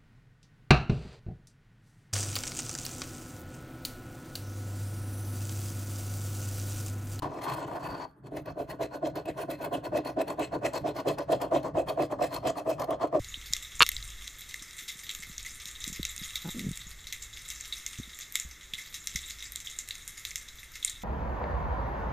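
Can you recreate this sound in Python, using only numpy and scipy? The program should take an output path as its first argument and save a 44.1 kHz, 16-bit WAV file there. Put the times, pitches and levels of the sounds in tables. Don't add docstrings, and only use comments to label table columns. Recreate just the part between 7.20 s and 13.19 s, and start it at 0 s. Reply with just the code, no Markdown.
import sys
import numpy as np
from scipy import signal
from scipy.fft import rfft, irfft, next_fast_len
from scipy.io import wavfile
from scipy.ndimage import uniform_filter1d

SR = 44100
rng = np.random.default_rng(int(sys.argv[2]) if len(sys.argv) > 2 else 0)


def convert_level_to_amplitude(level_db):
    exponent = np.asarray(level_db, float) / 20
    return 10 ** exponent


def dump_mix(stems):
    frames = np.atleast_2d(stems).T
    limited = np.clip(frames, -1, 1)
    pcm = np.round(limited * 32767).astype(np.int16)
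    wavfile.write(sys.argv[1], SR, pcm)


N = 264371
T = np.arange(N) / SR
PADDED = next_fast_len(N)
HZ = np.arange(PADDED // 2 + 1) * SR / PADDED + 1e-3

# time_s, place (0 top, 1 foot)
PLACE = [(0, 0.4), (.9, 0.21), (2.6, 0.1), (6, 0.7)]


def scrub():
    # start_s, swell_s, judder_db, grit_db, fine_over_grit_db
    strokes_away = [(1.117, .052, -38.5, -54.5, 2.5), (1.367, 0.043, -33.5, -54, -1),
                    (1.597, 0.032, -33.5, -43, -5), (1.826, 0.034, -31, -49, -8),
                    (2.056, 0.035, -36.5, -51.5, -3.5), (2.284, 0.03, -35, -46, -1.5),
                    (2.514, 0.034, -30, -46, -2), (2.723, 0.053, -28.5, -46.5, -9),
                    (2.968, 0.038, -28.5, -48.5, -11), (3.183, 0.042, -30.5, -40.5, -7.5),
                    (3.423, .039, -29, -43, -5), (3.642, 0.039, -29, -45, -10),
                    (3.857, 0.029, -27, -40, -3.5), (4.089, 0.044, -27.5, -38.5, -9),
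                    (4.314, 0.041, -25, -44, -6), (4.55, 0.036, -25.5, -51.5, -6),
                    (4.774, .046, -26, -46, -9), (4.991, 0.051, -29.5, -45.5, -3),
                    (5.229, 0.057, -30.5, -45.5, -7), (5.461, 0.043, -30, -48.5, -1),
                    (5.684, 0.044, -28, -56, -8), (5.926, 0.041, -25, -56, -10)]
    strokes_back = [(1.041, 0.029, -52.5, -67.5, -5), (1.262, .026, -40.5, -55, -5),
                    (1.486, 0.028, -41, -53, 0), (1.715, .035, -40.5, -54.5, -3.5),
                    (1.955, 0.02, -36.5, -49, -3.5), (2.164, 0.055, -38, -51, -1),
                    (2.403, 0.05, -34, -49, -1.1), (2.637, 0.012, -36.5, -50.5, 0),
                    (2.851, 0.024, -35, -46, -3), (3.075, .025, -36, -48.5, -5),
                    (3.322, 0.02, -34, -52, -4.5), (3.536, 0.02, -33.5, -42, -3.5),
                    (3.757, 0.031, -34.5, -46, -6), (3.982, 0.008, -33.5, -49.5, -6),
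                    (4.207, 0.027, -30, -50.5, -2), (4.44, 0.017, -33, -56, -4),
                    (4.676, 0.02, -33, -50.5, 1.5), (4.906, 0.013, -34.5, -54.5, -6),
                    (5.114, 0.041, -35.5, -45.5, 0), (5.364, 0.015, -35, -49.5, 0),
                    (5.59, 0.034, -33, -54.5, 1), (5.808, 0.016, -30.5, -54, -8)]
    judder_lag_s, judder_lead_s, judder_fall_s = (-0.0083, 0.0073), (0.012, 0.015), (0.041, 0.031)
    tear_rise_share, tear_fall_s = (0.75, 1.12), (0.037, 0.04)
    card_over_db, bite_over_db = (-14.5, -7.5), (13.5, 13.5)
    ring_hz, ring_db = (4094, 4350), (-10.5, -4.5)
    fall_per_gap = 0.45
    card_follows = 0.11

    rows = sorted([(*row, 0) for row in strokes_away] + [(*row, 1) for row in strokes_back])
    next_starts = [row[0] for row in rows[1:]] + [N / SR + 0.033]
    push, tear, snags, ring = [], [], [], []
    for (start, swell, judder_db, grit_db, fine_db, way), after in zip(rows, next_starts):
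        middle = start + swell
        longer = fall_per_gap * (after - middle - 0.08)
        lag = judder_lag_s[way]
        rise = swell + lag + judder_lead_s[way]
        flex_over_db = card_over_db[way] + card_follows * (grit_db - judder_db + 16)
        push.append((middle + lag, rise, judder_fall_s[way] + longer, judder_db, flex_over_db))
        tear.append((middle, swell * tear_rise_share[way], tear_fall_s[way] + longer, grit_db, fine_db))
        snags.append((start, judder_db + bite_over_db[way]))
        ring.append((middle, ring_hz[way], ring_db[way]))
    return push, tear, snags, ring


def strokes(rows, drag_db, drag_over_db, bite, fade, creep_db):
    low, high = convert_level_to_amplitude(drag_db), convert_level_to_amplitude(drag_db + drag_over_db)
    for middle, rise, fall, db, over_db in rows:
        near = slice(int((middle - 0.15) * SR), int((middle + 0.2) * SR))
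        late = T[near] - middle
        away = np.abs(late) / np.where(late < 0, max(rise, 0.005), max(fall, 0.005))
        swell = convert_level_to_amplitude(db - 19.24 * away ** np.where(late < 0, bite, fade))
        swell = swell + convert_level_to_amplitude(db + creep_db - 9.2 * away ** 2)
        low[near] += swell
        high[near] += swell * convert_level_to_amplitude(over_db)
    return low, high


def table_and_card(judder, flex, catches):
    # centre_hz, width_hz, level_db, lean (1 left port only, -1 right only), top_to_foot_db
    table_modes = [(67.5, 3.7, -23, .05, .1), (141.8, 10.8, -14, 0.054, 0.091),
                   (263.3, 16.5, -9, 0.18, 0.05), (301.3, 28, -4.5, 0.016, 0.076), (349, 49, -4, 0.055, .1),
                   (420.7, 30.3, -7, -0.053, 0.16), (490, 26, -8.5, 0.51, 0.46),
                   (541.5, 38, -5, -0.029, .1), (590.3, 56, -0.5, -0.056, 0.12),
                   (645.4, 46, 1.76, -0.026, 0.11), (719.7, 44.5, -5.5, -0.6, 0.091)]
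    card_modes = [(798, 55, -1, 0.21, 3.8), (967, 72, 2.5, 0.65, 0.5), (1050, 69, 3, 0.041, 4),
                  (1166, 68, -0.5, 0.082, 16), (1325, 210, -8, 0.08, 6), (1478, 70, -12, -1, -19),
                  (1790, 240, -10.5, 0.12, 5)]
    # time_s, gain_db
    deep_bending = [(.1, 4.5), (.5, -1.7), (.85, 3), (.97, 14), (1.2, 0), (3.9, 0), (4.1, -3.5),
                    (5.99, -3.5)]
    lumps = convert_level_to_amplitude(2.0 * drift(47.0))
    push = bursts(catches, decay_s=0.00025)
    scrape = bursts(catches, decay_s=0.0019) * rng.standard_normal(N)
    snags = convert_level_to_amplitude(0.5) * push + convert_level_to_amplitude(-6.5) * scrape
    table_force = grains(3000, spread_db=2.5) * judder * lumps + convert_level_to_amplitude(-12.5) * snags
    card_force = grains(2500, spread_db=4.5) * flex * lumps + convert_level_to_amplitude(-23.5) * snags
    deep_db = np.interp(T, *np.transpose(deep_bending))
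    return modes(table_force, table_modes, deep_db) + modes(card_force, card_modes)


def modes(force, table, deep_db=0):
    place = np.interp(T, *np.transpose(PLACE)) - 0.5
    out = 0
    for k, (hz, width, db, lean, moved_db) in enumerate(table):
        is_deep = hz < 455
        mode_db = db + moved_db * place + deep_db * is_deep
        strength = (-1) ** k * convert_level_to_amplitude(mode_db) / np.sqrt(np.pi * width / SR)
        out = out + strength * resonance(force, hz, width) * np.array([[1 + lean], [1 - lean]])
    return out / np.sqrt(np.sum(convert_level_to_amplitude(np.array(table)[:, 2]) ** 2) / 2)


def resonance(x, hz, width_hz):
    r = np.exp(-np.pi * width_hz / SR)
    poles = [1, -2 * r * np.cos(2 * np.pi * hz / SR), r * r]
    return signal.lfilter(np.array([1, 0, -1]) * (1 - r * r) / 2, poles, x)


def bursts(events, decay_s):
    s, db = np.transpose(events)
    marks = np.full(N, 1e-18)
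    marks[(s * SR).astype(int)] = convert_level_to_amplitude(db)
    return signal.lfilter([1], [1, -np.exp(-1 / (decay_s * SR))], marks)


def grains(per_s, spread_db):
    sizes = convert_level_to_amplitude(spread_db * np.minimum(rng.exponential(1, N), 4)) * rng.choice([-1, 1], N)
    return rms_one(sizes * (rng.random(N) < per_s / SR))


def drift(rate):
    r = np.exp(-40 * np.pi * rate / SR)
    slow = signal.lfilter([1], [1, -2 * r, r * r], rng.standard_normal(N // 20 + 2002))[2000:]
    return np.interp(np.arange(N) / 20, np.arange(len(slow)), rms_one(slow))


def rms_one(x):
    return x / np.sqrt(np.mean(x ** 2) + 1e-20)


def coating(grit, fine, ring):
    # time_s, peak_db
    flakes = [(0.22, -41), (0.299, -31.5), (1.2587, -36.5), (1.8707, -34), (1.956, -30), (2.0566, -33.5),
              (2.774, -34), (2.8492, -34), (2.8729, -31.5), (3.0155, -27), (3.0814, -32), (3.1951, -30.5),
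              (3.4636, -32), (3.5344, -31.5), (3.8821, -39), (3.985, -29.5), (4.1215, -25.5), (4.2162, -24),
              (5.619, -38), (4.4306, -40.5), (4.6856, -46), (4.8225, -31), (5.026, -32), (5.2726, -32),
              (5.5017, -34), (5.5975, -30), (5.642, -34), (5.707, -30.5), (5.872, -48)]
    # centre_hz, width_hz, over_hiss_db, top_to_foot_db
    coin_modes = [(1980, 370, -2, -13), (2590, 96, 10, -3.5), (2907, 26, 1.5, -22), (3220, 300, 5.5, 13.5),
                  (5140, 480, -1.5, 30), (6430, 1800, 0, 33), (7950, 400, 4.5, 12.5)]
    # frequency_hz, density_db_per_hz
    grit_spectrum = [(900, 19), (1400, 10.5), (2200, 7.5), (3700, 3.7), (5000, 1.5), (7000, -0.5),
                     (8800, 5.5), (10300, 11), (12000, 1.5), (13800, -1), (14600, -4.5)]
    cavity_hz = [9520, 15200]
    # width_hz, level_db
    cavity_peaks = [(400, -2), (500, 15)]
    snap_spread_s = 0.0053

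    lumps = convert_level_to_amplitude(2.66 * drift(39.6))
    snaps = convert_level_to_amplitude(-10) * uniform_filter1d(bursts(flakes, decay_s=0.0027), int(snap_spread_s * SR) + 1)
    place = np.interp(T, *np.transpose(PLACE)) - 0.5

    torn = np.array([grains(16000, spread_db=-0.5), grains(17000, spread_db=-8.5)])
    torn = coloured(torn, [(500, 36)] + grit_spectrum)
    coin = 0
    for hz, width, db, moved_db in coin_modes:
        grip = convert_level_to_amplitude(3 * drift(5))
        coin = coin + convert_level_to_amplitude(db + moved_db * place) * grip * resonance(torn, hz, width)
    torn = torn + coin
    torn = torn + sum(convert_level_to_amplitude(db) * resonance(torn, hz, width) for hz, (width, db) in zip(cavity_hz, cavity_peaks))

    lower = patchy(torn, np.geomspace(700, 8250, 16), patchy_db=3.2, rate=10)
    upper = patchy(torn, np.geomspace(8250, 17000, 8), patchy_db=3.2, rate=14)
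    middle = signal.sosfilt(signal.butter(4, 2000, "high", fs=SR, output="sos"), lower)
    lower = lower / np.std(middle) + coin_ring(ring, width_hz=280) * [[1], [0.5]]
    fine_gain = fine * lumps * convert_level_to_amplitude(2.6 * drift(22)) + convert_level_to_amplitude(2.5) * snaps
    hiss = lower * (grit * lumps + snaps) + rms_one(upper) * fine_gain
    return ports(hiss + room(hiss), unlike=0.19)


def coin_ring(ring, width_hz):
    s, hz, db = np.transpose(ring)
    r = np.exp(-np.pi * width_hz / SR)
    clicks = [grains(3000, spread_db=-3.5), grains(3000, spread_db=3.0)]
    slow = signal.lfilter([1], [1, -2 * r, r * r], clicks)
    turn = 2 * np.pi * np.cumsum(np.interp(T, s, hz)) / SR
    flicker = convert_level_to_amplitude(np.interp(T, s, db) + 2.5 * drift(15))
    return rms_one(slow[0] * np.cos(turn) + slow[1] * np.sin(turn)) * flicker


def patchy(x, edges_hz, patchy_db, rate):
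    out = 0
    for k, pair in enumerate(zip(edges_hz, edges_hz[1:])):
        band = signal.butter(2, pair, "band", fs=SR, output="sos")
        out = out + (-1) ** k * signal.sosfilt(band, x) * convert_level_to_amplitude(patchy_db * drift(rate))
    return out


def coloured(x, spectrum):
    hz, db = np.transpose(spectrum)
    return irfft(rfft(x, PADDED) * convert_level_to_amplitude(np.interp(np.log(HZ), np.log(hz), db)), PADDED)[..., :N]


def ports(x, unlike):
    # frequency_hz, left_lead_rad
    port_phase = [(0, 0), (1030, .3), (1460, 1.8), (1720, .2), (2240, -.1), (2840, 1.1), (3900, .3),
                  (5500, -.9), (6500, -.1), (7300, 0), (9300, -2.6), (9850, -3.1), (10550, -3.2),
                  (12500, -6.2), (13300, -6.4), (15400, -9.3)]
    hz, lead = np.transpose(port_phase)
    low = np.interp(HZ, [5500, 6800], [1, 0])
    half = np.exp(0.5j * np.interp(HZ, hz, lead)) * convert_level_to_amplitude(0.82 * low)
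    mid, side = rfft(x, PADDED)
    side = side * unlike * (0.37 + 1.2 * low)
    return irfft(np.array([(mid + side) * half, (mid - side) / half]), PADDED)[:, :N]


def room(x):
    t60_s, level_db = 0.25, -17.5
    t = T[:SR // 2]
    cloud = rng.standard_normal((2, len(t))) * convert_level_to_amplitude(-60 * t / t60_s) * (t > 0.004)
    cloud = signal.lfilter([0.4], [1, -0.6], cloud)
    short_waves = signal.butter(2, 450, "high", fs=SR, output="sos")
    cloud[1] = cloud[0] + signal.sosfilt(short_waves, cloud[1] - cloud[0])
    cloud = cloud / np.sqrt(np.sum(cloud ** 2, axis=1, keepdims=True))
    return convert_level_to_amplitude(level_db) * signal.fftconvolve(x, cloud, axes=1)[:, :N]


def background():
    # time_s, level_db
    hand = [(0.0, -30.5), (0.2, -49), (0.32, -38), (0.57, -49), (0.67, -39), (0.93, -57), (1.05, -48.5),
            (5.29, -42), (5.99, -52)]
    # frequency_hz, density_db_per_hz
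    rumble_spectrum = [(15, -47), (25, 0.5), (86, -6.5), (129, 6.5), (154, 2), (204, -5.5), (230, -21.5),
                       (300, 6), (510, -120)]
    # frequency_hz, density_db_per_hz
    air_spectrum = [(120, -37), (200, 17), (591, -31), (864, 9), (1660, 4), (2650, -29), (4310, -36),
                    (15000, -71)]
    mid, side, left, right = rng.standard_normal((4, N))
    lean = convert_level_to_amplitude(np.interp(T, *np.transpose(hand)) - 3.0 + 3.1 * drift(11.0))
    rumble = rms_one(coloured(mid + 0.14 * side * np.array([[1], [-1]]), rumble_spectrum)) * lean
    air = rms_one(coloured(np.array([left + 0.35 * right, right + 0.2 * left]), air_spectrum))
    return rumble + convert_level_to_amplitude(-68.5) * air


def scene():
    # time_s, judder_db, grit_db, fine_over_grit_db
    drag = [(0.02, -54, -47, -5), (0.059, -33, -57, -13), (0.09, -47, -68, -10), (0.2, -39.5, -57, -7),
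            (0.225, -39.5, -53, -7), (0.3, -40.5, -47.5, -2), (0.48, -40.5, -61, -2),
            (0.7, -41.5, -54.5, -3), (0.845, -46.5, -57.5, -8)]
    # time_s, dip_db
    hesitations = [(0.206, -12), (0.359, -8), (0.461, -9), (0.59, -10), (0.62, -5)]
    # middle_s, rise_s, fall_s, judder_db, card_over_judder_db
    settle = [(.985, 0.031, 0.02, -78, -8)]
    # time_s, peak_db
    inner_snags = [(0.022, -20), (0.299, -27), (1.606, -13.5), (2.751, -6.5), (2.971, -11), (3.652, -13),
                   (3.871, -10), (3.892, -28), (4.092, -6), (4.122, -28), (4.239, -11), (4.322, -13),
                   (4.359, -0.5), (4.454, -15), (1.369, -23), (1.829, -14), (1.957, -18), (4.575, -4),
                   (4.795, -4.5), (4.923, -5.5), (5.012, -6.5), (5.252, -10), (5.274, -9), (5.47, -12),
                   (5.598, -16.5), (5.712, -7), (5.813, -15), (5.837, -9), (5.946, -5.5)]
    # time_s, pitch_hz, over_grit_db
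    drag_ring = [(0.02, 4210, -9.5), (0.47, 4290, -5.5), (0.61, 4350, -6), (0.64, 4530, -0.5),
                 (0.9, 4460, 0.5), (0.96, 4428, -17)]
    hesitation_s = 0.0094
    lift_s, lift_db, sag_db_per_s, lift_fine_db = 0.023, -24.5, -70, 12

    s, *columns = np.transpose(drag)
    judder_db, grit_db, fine_db = [np.interp(T, s, c) for c in columns]
    flex_db = 10 + 0.64 * (grit_db - judder_db)
    since_lift = np.maximum(T - s[-1], 0)
    lifted = np.minimum(since_lift / lift_s, 1)
    gain_db = lift_db * lifted + sag_db_per_s * since_lift
    gain_db = gain_db + sum(db * np.exp(-((T - at) / hesitation_s) ** 2) for at, db in hesitations)
    fine_db = fine_db + lift_fine_db * lifted

    push, tear, snags, ring = scrub()
    judder, flex = strokes(settle + push, judder_db + gain_db, flex_db, bite=4.0, fade=2.07, creep_db=-20.5)
    grit, fine = strokes(tear, grit_db + gain_db, fine_db, bite=1.7, fade=1.4, creep_db=-21)
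    wood = table_and_card(judder, flex, inner_snags + snags)
    torn = coating(grit, fine, drag_ring + ring)
    return wood + room(wood) + torn + background()


def top_cut(x):
    return signal.sosfilt(signal.butter(12, 16640, fs=SR, output="sos"), x)


def record(dry):
    cutoff_hz, start_s, open_s = 15750, 0.0205, 0.001
    cut = signal.sosfilt(signal.cheby2(14, 50, cutoff_hz + 500, fs=SR, output="sos"), dry)
    cut = signal.sosfilt(signal.butter(4, 44, "high", fs=SR, output="sos"), cut)
    closed = np.clip((start_s - T) / open_s + 1, 0, 1)
    return top_cut(cut * convert_level_to_amplitude(-24.5 * closed))


dry = scene()
out = record(dry)
dump_mix(out)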